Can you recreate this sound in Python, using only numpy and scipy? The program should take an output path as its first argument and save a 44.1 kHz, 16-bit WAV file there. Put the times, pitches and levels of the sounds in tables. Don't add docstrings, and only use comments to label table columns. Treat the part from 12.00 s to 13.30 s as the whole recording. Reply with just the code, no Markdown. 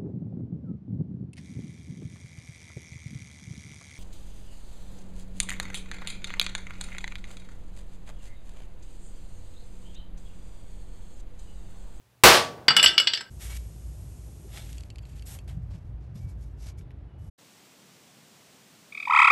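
import sys
import numpy as np
from scipy import signal
from scipy.fft import rfft, irfft, next_fast_len
from scipy.io import wavfile
from scipy.ndimage import uniform_filter1d

SR = 44100
rng = np.random.default_rng(int(sys.argv[2]) if len(sys.argv) > 2 else 0)


def master_out(mix):
    frames = np.transpose(np.atleast_2d(mix))
    ceiling = np.clip(frames, -1, 1)
    pcm = np.round(ceiling * 32767).astype(np.int16)
    wavfile.write(sys.argv[1], SR, pcm)


N = 57330
TIME_S = np.arange(N) / SR


def amp(db):
    return 10 ** (np.asarray(db) / 20)


def along(points, hz):
    point_hz, values = np.transpose(points)
    return np.interp(np.log(hz + 1), np.log(point_hz + 1), values)


def noise(gain_db):
    size = next_fast_len(N + 8192)
    gain = amp(gain_db(np.fft.rfftfreq(size, 1 / SR)))
    x = irfft(rfft(rng.standard_normal(N), size) * gain, size)[:N]
    return x / x.std()


def fade(t60_s):
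    return amp(-60 * TIME_S / t60_s)


def band_decay(x, t60_points):
    hz, t_s, spectra = signal.stft(x, SR, nperseg=256)
    decay = amp(-60 * t_s / along(t60_points, hz)[:, None])
    return signal.istft(spectra * decay, SR, nperseg=256)[1][:N]


def ring(modes):
    return sum(amp(db) * fade(t60_s) * np.sin(2 * np.pi * hz * TIME_S) for hz, db, t60_s in modes)


def at(start_s, x):
    return np.pad(x, (int(start_s * SR), 0))[:N]


def below(hz, edge_hz):
    return 1 / (1 + (hz / edge_hz) ** 8)


def near(hz, centre_hz, width_oct=0.1):
    return np.exp(-(np.log2(hz / centre_hz) / width_oct) ** 2)


def background(hum_hz=120, hum_db=-64.5, noise_db=-64.5):
    # f/Hz, level/dB
    colour = [(25, -11.5), (60, -1), (117, -5), (250, -16.5), (600, -16), (2000, -22), (6400, -28),
              (15000, -30.5)]
    hum = amp(hum_db) * np.sin(2 * np.pi * hum_hz * TIME_S)
    return hum + amp(noise_db) * noise(lambda hz: along(colour, hz))


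def bump():
    # f/Hz, level/dB, T60/s
    mode = [(57.4, -30, 0.2)]
    return ring(mode)


def in_room(x, tail_db=-7.5, early_db=-11):
    # f/Hz, T60/s
    tail_t60 = [(150, 1), (400, 0.92), (1000, 0.39), (3000, 0.23), (8000, 0.23), (15000, 0.17)]
    tail = band_decay(rng.standard_normal(N), tail_t60)
    early = rng.standard_normal(N) * fade(t60_s=0.056)
    response = amp(tail_db) * tail / np.linalg.norm(tail) + amp(early_db) * early / np.linalg.norm(early)
    return x + signal.fftconvolve(x, response)[:N]


def steel_contact(knock_db, main_db, ping_db, treble_db, hardness_db):
    # f/Hz, level/dB, T60/s
    modes = [(1313, -20.5, 0.15), (1553.5, -19.5, 0.19), (1592, -18, 0.14), (2856, -7.5, 0.027),
             (2912, -6, 0.036), (2930, -8.5, 0.1), (3090, -26, 0.055), (3370, -8.5, 0.044),
             (3508, -15, 0.17), (4282, -11.5, 0.069), (4681, -13.5, .12), (5240, -13, 0.085),
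             (7705, -10, 0.053), (10930, -30.5, 0.031), (12900, -37.5, 0.084)]
    # f/Hz, level/dB
    clack_colour = [(200, -19), (1100, -14.5), (1900, 2.5), (2400, -4.5), (3100, 2), (4000, -6), (5200, 0),
                    (6500, -19.5), (9500, -23), (13000, -35), (16000, -54)]
    knock_colour = [(30, -29), (75, -8.5), (130, -0.5), (250, -5.5), (700, 0), (1500, 4), (3000, -1),
                    (8000, -55)]
    contact_s = 0.0007
    swell = 1 - np.exp(-TIME_S / contact_s)
    treble = lambda hz: 1 - below(hz, 6800)
    low_db = lambda hz: 0.79 * knock_db * below(hz, 2590)
    strike_db = lambda hz: main_db * near(hz, 2890) + ping_db * near(hz, 4671) + treble_db * treble(hz)
    steel = ring([(hz, db + low_db(hz) + strike_db(hz), t60_s) for hz, db, t60_s in modes])
    clack_shape_db = lambda hz: along(clack_colour, hz) + low_db(hz) + hardness_db * treble(hz)
    clack = amp(-0.5) * noise(clack_shape_db) * fade(t60_s=0.037)
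    knock = amp(knock_db - 11) * noise(lambda hz: along(knock_colour, hz)) * fade(t60_s=0.04)
    return swell * steel + np.sqrt(swell) * (clack + knock)


def tumbling_steel():
    # t/s, level/dB, knock/dB, main ring/dB, ping/dB, treble ring/dB, clack hardness/dB
    contacts = [(0.6821, -7.5, 5.5, -7, 15, -12.5, -3.5), (0.705, -20, 11.5, 4, 20, -0.5, -22),
                (0.7655, -9, 4, 3, -10, -1, 15), (0.786, -23, 12, 8, 11, -9, -28),
                (0.7957, -14, -3, 8.5, -3, -4, -47), (.8280, -13, 1.5, 2, -17, 13.5, 14),
                (.8390, -13, -4, 9, -7, -16, -16), (.8435, -19.5, 10.5, 9, 12, 24, 32),
                (0.8601, -3.5, -7.5, 7, 2, -31, -7), (.8750, -23, -15, 11, 12, 15.5, 13),
                (0.9792, -8.5, -10, 5.5, -4, -17, -7), (0.999, -20, 1, 8.5, 7, 13.5, 8),
                (1.0717, -12, -7.5, 0, 4, -11, -13), (1.1349, -16, -10.5, -9, -1, -3, -21),
                (1.1460, -26.5, -13, 6, 15.5, 8.5, -2), (1.1741, -25.5, -4.5, -0.5, 7, -3, -8),
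                (1.208, -29.5, 0.5, -21, -2.5, 0, 3)]
    return sum(at(t_s, amp(db) * in_room(steel_contact(*timbre_db))) for t_s, db, *timbre_db in contacts)


def primer_bang(crack_db=8, walls_db=12, late_db=-27.5, build_s=0.012):
    # f/Hz, level/dB
    crack_colour = [(25, -9.5), (60, -2.5), (150, 8), (280, -2.5), (600, 2.5), (1200, -4), (2400, -9.5),
                    (4500, -10), (7500, -8), (14000, -12.5)]
    walls_colour = [(25, -22.5), (60, -8), (130, -9.5), (260, -4.5), (500, -0.5), (1100, -1), (2400, -4.5),
                    (4500, -7.5), (7500, -16.5), (14000, -17.5)]
    late_colour = [(30, -7.5), (60, -6.5), (130, 0.5), (250, -4.5), (650, -1.5), (1400, -16), (2200, -22.5),
                   (10000, -38.5)]
    # f/Hz, T60/s
    walls_t60 = [(60, 0.2), (250, 0.21), (600, .29), (2000, 0.27), (5000, 0.29), (9000, 0.27),
                 (15000, 0.19)]
    # f/Hz, level/dB, T60/s
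    plank_modes = [(58, 1.5, 0.16), (361, -8.5, 0.31), (472.2, -8.5, 0.39), (607, 0.5, 0.17),
                   (1092, -18.5, 0.24), (1145, -4, 0.39), (1490, -33.5, 0.69)]
    crack = amp(crack_db) * noise(lambda hz: along(crack_colour, hz)) * fade(t60_s=0.073)
    build_up = 1 - 0.5 * np.exp(-TIME_S / build_s)
    walls = amp(walls_db) * build_up * band_decay(noise(lambda hz: along(walls_colour, hz)), walls_t60)
    late = amp(late_db) * noise(lambda hz: along(late_colour, hz)) * fade(t60_s=1.23)
    return crack + walls + late + ring(plank_modes)


def scene():
    bang_s, bump_s = 0.2367, 0.856
    return (at(bang_s, primer_bang()) + tumbling_steel() + at(bump_s, bump()) + background())[None]


def record(dry):
    low_cut_hz, top_hz, ceiling = 67, 15800, 0.92
    threshold_db, slope, sense_s, release_db_per_s = -8, 0.85, 0.0036, 119.5
    x = signal.sosfilt(signal.butter(2, low_cut_hz, "high", fs=SR, output="sos"), dry[0])
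    power = np.abs(uniform_filter1d(x * x, int(sense_s * SR)))
    level_db = 10 * np.log10(power + 1e-12)
    target_db = slope * np.minimum(0, threshold_db - level_db)
    recovery_db = release_db_per_s * TIME_S
    gain_db = np.minimum.accumulate(target_db - recovery_db) + recovery_db
    compressed = x * amp(gain_db)
    clipped = compressed / (1 + np.abs(compressed / ceiling) ** 6) ** (1 / 6)
    low_pass = signal.firwin(161, top_hz, window="blackman", fs=SR)
    return signal.fftconvolve(clipped, low_pass, "same")[None]


dry = scene()
out = record(dry)
master_out(out)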